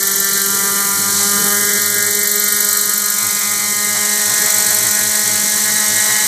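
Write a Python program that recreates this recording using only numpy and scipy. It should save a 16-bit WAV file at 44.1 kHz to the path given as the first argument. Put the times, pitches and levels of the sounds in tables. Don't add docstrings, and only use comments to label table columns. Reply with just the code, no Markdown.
import sys
import numpy as np
from scipy import signal
from scipy.fft import rfft, irfft, next_fast_len
from scipy.io import wavfile
from scipy.ndimage import uniform_filter1d, map_coordinates

SR = 44100
rng = np.random.default_rng(int(sys.argv[2]) if len(sys.argv) > 2 else 0)


def dump_mix(stems):
    frames = np.atleast_2d(stems).T
    limited = np.clip(frames, -1, 1)
    pcm = np.round(limited * 32767).astype(np.int16)
    wavfile.write(sys.argv[1], SR, pcm)


N = 276507

# (time [s], heading [0 nose-on, 1 slanted, 2 and above side-on])
HEADING = [(0, 2.24), (1.2, 0.5), (1.9, 1.9), (2.7, 1.65), (3.1, 2), (4.3, 2), (6.27, 3.4)]
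# (time [s], height above the field [m])
HEIGHT = [(0, 0.66), (.65, 0.76), (1.2, 0.83), (1.7, 0.65), (2.3, 0.61), (2.7, 0.68), (3.0, 0.77),
          (3.5, 0.97), (4.2, 1.233), (4.9, 1.284), (5.7, 1.19), (6.27, 1.14)]


def exhaust(crank, gas_db=-23, honk_db=5, honk_hz=850, honk_width_hz=420):
    # (frequency [Hz], gain [dB])
    pipe_colour = [(370, -32), (470, -30), (615, -6.5), (820, -9.5), (1025, -9), (1230, -2.5), (1435, -3),
                   (1640, -2), (1845, 0), (2050, 1), (2255, -5), (2460, -12.5), (2665, -23), (2870, -15),
                   (3030, -7.5), (3300, -13), (3650, -10.5), (4150, -7.5), (5000, -14), (8000, -23)]
    # (frequency [Hz], level [dB])
    gas_colour = [(600, -7), (1300, 16.5), (2200, 20.5), (3000, -22), (6000, -28.5)]
    # (nose-on [dB], slanted [dB], side-on [dB], growth with thrust [dB/dB])
    rasp_levels = (-29, -23.5, -25, 0.68)
    puffs = amp(gas_db) * unit(noise(gas_colour) * lobe(crank - .15, 0.19))
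    drive = dispersed(unit(firings(crank, drift_s=18e-6))) + puffs
    pipe = coloured(drive, pipe_colour)
    honk = filtered(pipe, lambda hz: np.exp(-((hz - honk_hz) / honk_width_hz) ** 2))
    nose_on = np.interp(curves(HEADING)[0], [1, 1.9], [1, 0])
    return shimmer(amp(level(rasp_levels)) * (pipe + (amp(honk_db * nose_on) - 1) * honk))


def firings(crank, drift_s, scatter=.32, surge=.09, late_s=24e-6):
    turn = np.arange(1, int(crank[-1]))
    at = np.interp(turn, crank, np.arange(N))
    index = at.astype(int)
    strength_jitter, time_jitter = scatter * rng.standard_normal((len(turn), 2)).T
    alternation = (-1) ** turn * wobble(38)[index]
    swing = (.7 + 0.18 * stumbling()[index]) * (alternation + strength_jitter)
    unevenness = np.interp(curves(HEADING)[0], [1, 2], [.2, .37])
    strength = 1 + unevenness[index] * swing + surge * wobble(55)[index]
    delay_s = drift_s * (wobble(80)[index] + time_jitter) - late_s * swing
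    at = np.clip(at + SR * delay_s, 0, N - 2)
    whole, part = at.astype(int), at % 1
    return np.bincount(whole, strength * (1 - part), N) + np.bincount(whole + 1, strength * part, N)


def engine_speed(steady_hz, rotor, shudder_hz=30):
    shudder = unit(filtered(rng.standard_normal(N), lambda hz: np.exp(-((hz - shudder_hz) / 7) ** 2)))
    rock = np.sin(2 * np.pi * (rotor - 0.26))
    hunt = wobble(14)
    return steady_hz * (1 + 0.00141 * hunt + .0045 * rock + .002 * shudder)


def stumbling():
    # (centre time [s], length [s], strength [0-1])
    stumbles = [(0.186, 0.074, 0), (0.546, .11, 0.2), (0.71, 0.067, .55), (1.095, 0.39, 0.8),
                (1.36, 0.11, 0.5), (1.583, 0.24, 0.5), (1.91, 0.29, 0.7), (2.078, 0.086, 0.67),
                (2.21, 0.12, .35), (2.47, .035, 0.3), (2.54, 0.038, 0.54), (2.716, .075, 0.4),
                (2.863, 0.078, 0.3), (3.043, 0.081, 0.3), (3.258, 0.076, 1), (3.52, 0.12, 0.5),
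                (3.663, 0.14, 0.43), (3.782, .055, 0.55), (3.947, 0.17, 0.6), (4.308, 0.095, 1),
                (4.455, 0.044, 0.66), (4.576, 0.049, .9), (4.703, 0.095, 0.6), (4.84, 0.17, 1),
                (5.06, 0.11, 1), (5.313, 0.15, 1), (5.55, 0.049, 0.6), (5.687, .1, 0.66), (5.95, 0.15, 1),
                (6.118, .06, 1), (6.245, 0.027, 0.8)]
    t = np.arange(0, N, 32) / SR
    bursts = sum(strength * np.exp(-(2 * (t - s) / length) ** 4) for s, length, strength in stumbles)
    return np.interp(np.arange(N) / SR, t, bursts)


def drone(crank, flutter_db=1.78):
    # (time [s], first harmonic [dB], second harmonic [dB])
    tone_levels = [(0, -38.5, -32.5), (.7, -35, -33.5), (1.0, -35, -38.5), (1.4, -29, -32),
                   (1.65, -32.5, -28.5), (1.85, -36.5, -33), (2.35, -36, -32), (2.85, -39, -37),
                   (3.1, -39.5, -42.5), (3.65, -37, -41.5), (4.15, -37, -38), (4.7, -39.5, -40),
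                   (5.6, -34.5, -40.5), (6.27, -40, -39.5)]
    # (at 0.5 [dB], at 1.5 [dB], at 2.5 [dB])
    burble_levels = (-38.5, -43, -62)
    tones = sum(amp(db + flutter_db * wobble(34)) * unit(np.sin(2 * np.pi * k * (crank + 0.25)))
                for k, db in enumerate(curves(tone_levels), 1))
    burble = sum(amp(db) * unit(np.sin(2 * np.pi * (k + .5) * crank + 1.5 * wobble(32)))
                 for k, db in enumerate(burble_levels))
    return tones + stumbling() * burble


def muffler(crank, gas_db=-3, beam_db=4.5, beam_heading=1.71, beam_width=0.11):
    # (frequency over its brightest pitch [ratio], gain [dB])
    resonance = [(.66, -65), (.74, -22), (.87, -11), (.95, 0.5), (1, 3), (1.07, 0), (1.26, -10.5),
                 (2.2, -22.5)]
    # (nose-on [Hz], slanted [Hz], side-on [Hz])
    pitches = (4100, 4280, 4090)
    # (nose-on [dB], slanted [dB], side-on [dB], growth with thrust [dB/dB])
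    whine_levels = (-13, -29, -25.5, 0.4)
    heading = curves(HEADING)[0]
    knocks = dispersed(unit(firings(crank, drift_s=24e-6)))
    puffs = amp(gas_db) * unit(rng.standard_normal(N) * lobe(crank - .15, 0.19))
    whine = 0
    for pose, hz in enumerate(pitches):
        share = np.clip(1 - abs(np.clip(heading, 0, 2) - pose), 0, 1)
        whine += share * coloured(knocks + puffs, [(hz * ratio, db) for ratio, db in resonance])
    flare_db = beam_db * np.exp(-((heading - beam_heading) / beam_width) ** 2)
    return amp(level(whine_levels) + flare_db - 4.5) * unit(whine)


def blade_hiss(rotor, split_hz=8800):
    # (frequency [Hz], level [dB])
    hiss_colour = [(2800, -44), (3000, -12), (3600, -13), (4300, -12), (5000, -7.5), (5800, 1.5),
                   (7200, 0.5), (8200, 2), (9200, -5.5), (11800, -6.5), (13200, -6), (14600, -9.5)]
    # (nose-on [dB], slanted [dB], side-on [dB], growth with thrust [dB/dB])
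    swish_levels = (-16, -24.5, -23, 0.63)
    fizz_levels = (-24.5, -21.5, -25, 0.35)
    air = noise(hiss_colour)
    low = filtered(air, lambda hz: 1 / (1 + (hz / split_hz) ** 16))
    swish = amp(level(swish_levels) + 2.5) * unit(low)
    fizz = amp(level(fizz_levels) + 3.5) * unit(air - low)
    swell = 1 + 0.41 * lobe(rotor - .78, 1.7) + 0.44 * lobe(rotor - .25, 2.3)
    return unit(swell) * (swish + fizz)


def blade_whistles(rotor, steady_hz, hover_hz=205, roughness_rate=800, lull_db=-24):
    # (head-on at [turns], unshifted pitch at hover_hz [Hz], speed [Mach],
    # relative level [dB], share of the high whistle's level curve [0-1])
    edge_tones = [(.79, 6650, .2, 3, 0.15), (.81, 10490, .25, -1.5, 0.86), (.3, 7800, .25, -4.5, 0.042),
                  (0.39, 5700, .25, -6.5, 0.65), (0.23, 10200, .23, -7, 0.13)]
    # (time [s], level [dB])
    low_levels = [(0, -26), (1.2, -23), (1.9, -20), (2.85, -17.5), (3.5, -21), (4.6, -15.5), (5.4, -16.5),
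                  (6.27, -16.5)]
    # (peak time [s], half length [s], peak level [dB])
    squeals = [(.12, 0.47, -9), (2.404, 1, -10), (4.7, 0.46, -14.5)]
    t = np.arange(N) / SR
    swells = sum(amp(db) * np.exp(-((t - s) / half) ** 2) for s, half, db in squeals)
    high_db = 20 * np.log10(np.hypot(swells, amp(lull_db)))
    low_db = curves(low_levels)[0]
    whistles = 0
    for head_on, hz, mach, db, high in edge_tones:
        angle = rotor - head_on
        doppler = 1 / (1 - mach * np.cos(2 * np.pi * angle))
        pitch = hz * steady_hz / hover_hz * doppler * (1 + 0.0067 * wobble(30))
        phase = 2 * np.pi * np.cumsum(pitch) / SR
        tone = unit((2 + wobble(roughness_rate)) * np.cos(phase) + wobble(roughness_rate) * np.sin(phase))
        beam = lobe(angle + 0.11, 8) + 0.44 * lobe(angle - .04, 2.6)
        whistles += amp(db + (1 - high) * low_db + high * high_db - 1.94) * beam * tone
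    return whistles


def downwash(lump_db=6):
    # (frequency [Hz], level [dB])
    churn_colour = [(20, -28), (45, -15), (80, -12.5), (125, -2), (175, 3.5), (260, -4.5), (450, 4),
                    (540, -19), (900, -49), (2400, -70)]
    rush_colour = [(200, -75), (550, 12), (900, 12), (2200, 12), (2600, 7), (3100, -14), (9000, -21.5)]
    # (nose-on [dB], slanted [dB], side-on [dB], growth with thrust [dB/dB])
    churn_levels = (-37, -37.5, -44.5, 1)
    rush_levels = (-14, -54.5, -40, 1.6)
    lumps = unit(amp(lump_db * np.minimum(wobble(16), 1.3)))
    churn = amp(level(churn_levels)) * lumps * noise(churn_colour)
    return churn + amp(level(rush_levels)) * noise(rush_colour)


def tail_rotor(crank, passes_per_firing=.93):
    # (nose-on [dB], slanted [dB], side-on [dB], growth with thrust [dB/dB])
    hum_levels = (-41, -43.5, -46, 0)
    return amp(level(hum_levels)) * unit(np.sin(2 * np.pi * passes_per_firing * crank + wobble(20)))


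def dispersed(x, spread_s=0.017, size=8192):
    paths = rfft(rng.standard_normal(size) * np.exp(-np.arange(size) / (SR * spread_s)))
    return signal.fftconvolve(x, irfft(paths / abs(paths)))[:N]


def shimmer(x, depth_db=1.7, size=1024):
    bands = signal.stft(x, nperseg=size)[2]
    eddies = uniform_filter1d(rng.standard_normal(bands.shape), size=5, axis=0)
    eddies = uniform_filter1d(eddies, size=6, axis=1)
    return signal.istft(bands * amp(depth_db * unit(eddies)), nperseg=size)[1][:N]


def over_ground(x, mic_height_m=1.5, distance_m=10, bounce=0.48, grass_hz=3000):
    detour_m = 2 * curves(HEIGHT)[0] * mic_height_m / distance_m
    lag_s = detour_m / 343
    dulled = filtered(x, lambda hz: 1 / (1 + 1j * hz / grass_hz))
    echo = map_coordinates(dulled, [np.arange(N) - SR * lag_s])
    return (x + bounce * echo) / np.hypot(1, bounce)


def hollowed(x, centre_hz=2646, half_width_hz=244, full_m=.62, gone_m=0.93):
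    depth = np.interp(curves(HEIGHT)[0], [full_m, gone_m], [1, 0])
    return x - depth * filtered(x, lambda hz: 1 / (1 + np.abs((hz - centre_hz) / half_width_hz) ** 8))


def level(layer):
    # (time [s], thrust over a calm hover [dB])
    thrust = [(0, 1), (.6, 2), (1.05, 0), (1.5, 4.5), (1.85, 1.5), (2.35, -1.6), (2.65, 1), (3.0, -1.5),
              (3.35, 0.5), (3.75, -0.5), (4.45, 4.5), (5.1, 2.5), (5.7, 3.5), (6.15, 4.5)]
    *facing_db, growth = layer
    return np.interp(curves(HEADING)[0], [0, 1, 2], facing_db) + growth * curves(thrust)[0]


def amp(db):
    return 10 ** (np.asarray(db) / 20)


def unit(x):
    return x / np.sqrt(np.mean(x ** 2) + 1e-20)


def curves(rows):
    times, *columns = np.transpose(rows)
    return [np.interp(np.arange(N) / SR, times, column) for column in columns]


def wobble(rate):
    t = np.arange(0, N, 16) / SR
    coarse = map_coordinates(rng.standard_normal(len(t)), [t * rate], mode="wrap")
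    return unit(np.interp(np.arange(N) / SR, t, coarse))


def lobe(turns, sharpness):
    return np.exp(sharpness * (np.cos(2 * np.pi * turns) - 1))


def filtered(x, response):
    size = next_fast_len(N + SR // 2)
    return irfft(rfft(x, size) * response(np.fft.rfftfreq(size, 1 / SR)), size)[..., :N]


def coloured(x, spectrum):
    points_hz, db = np.transpose(spectrum)
    return unit(filtered(x, lambda hz: amp(np.interp(np.log(hz + 1), np.log(points_hz + 1), db))))


def noise(spectrum):
    return coloured(rng.standard_normal(N), spectrum)


def scene():
    # (time [s], firing rate [Hz])
    firing_rate = [(0.0, 196.33), (1.05, 200.36), (1.8, 204.91), (2.95, 206.48), (3.5, 205.66),
                   (3.75, 206.77), (4.5, 208.97), (5.4, 210.32), (6.27, 212.81)]
    gear_ratio = 8.527
    steady_hz = curves(firing_rate)[0]
    rotor = np.cumsum(steady_hz) / SR / gear_ratio
    crank = np.cumsum(engine_speed(steady_hz, rotor)) / SR
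    engine = drone(crank) + over_ground(exhaust(crank)) + muffler(crank)
    blades = blade_hiss(rotor) + blade_whistles(rotor, steady_hz) + tail_rotor(crank)
    return np.tile(hollowed(engine + downwash()) + blades, (2, 1))


def record(dry):
    top_hz, ceiling = 14700, .92
    x = filtered(dry, lambda hz: hz < top_hz)
    rounded = x / (1 + np.abs(x / ceiling) ** 10) ** .1
    return filtered(rounded, lambda hz: hz < top_hz)


dry = scene()
out = record(dry)
dump_mix(out)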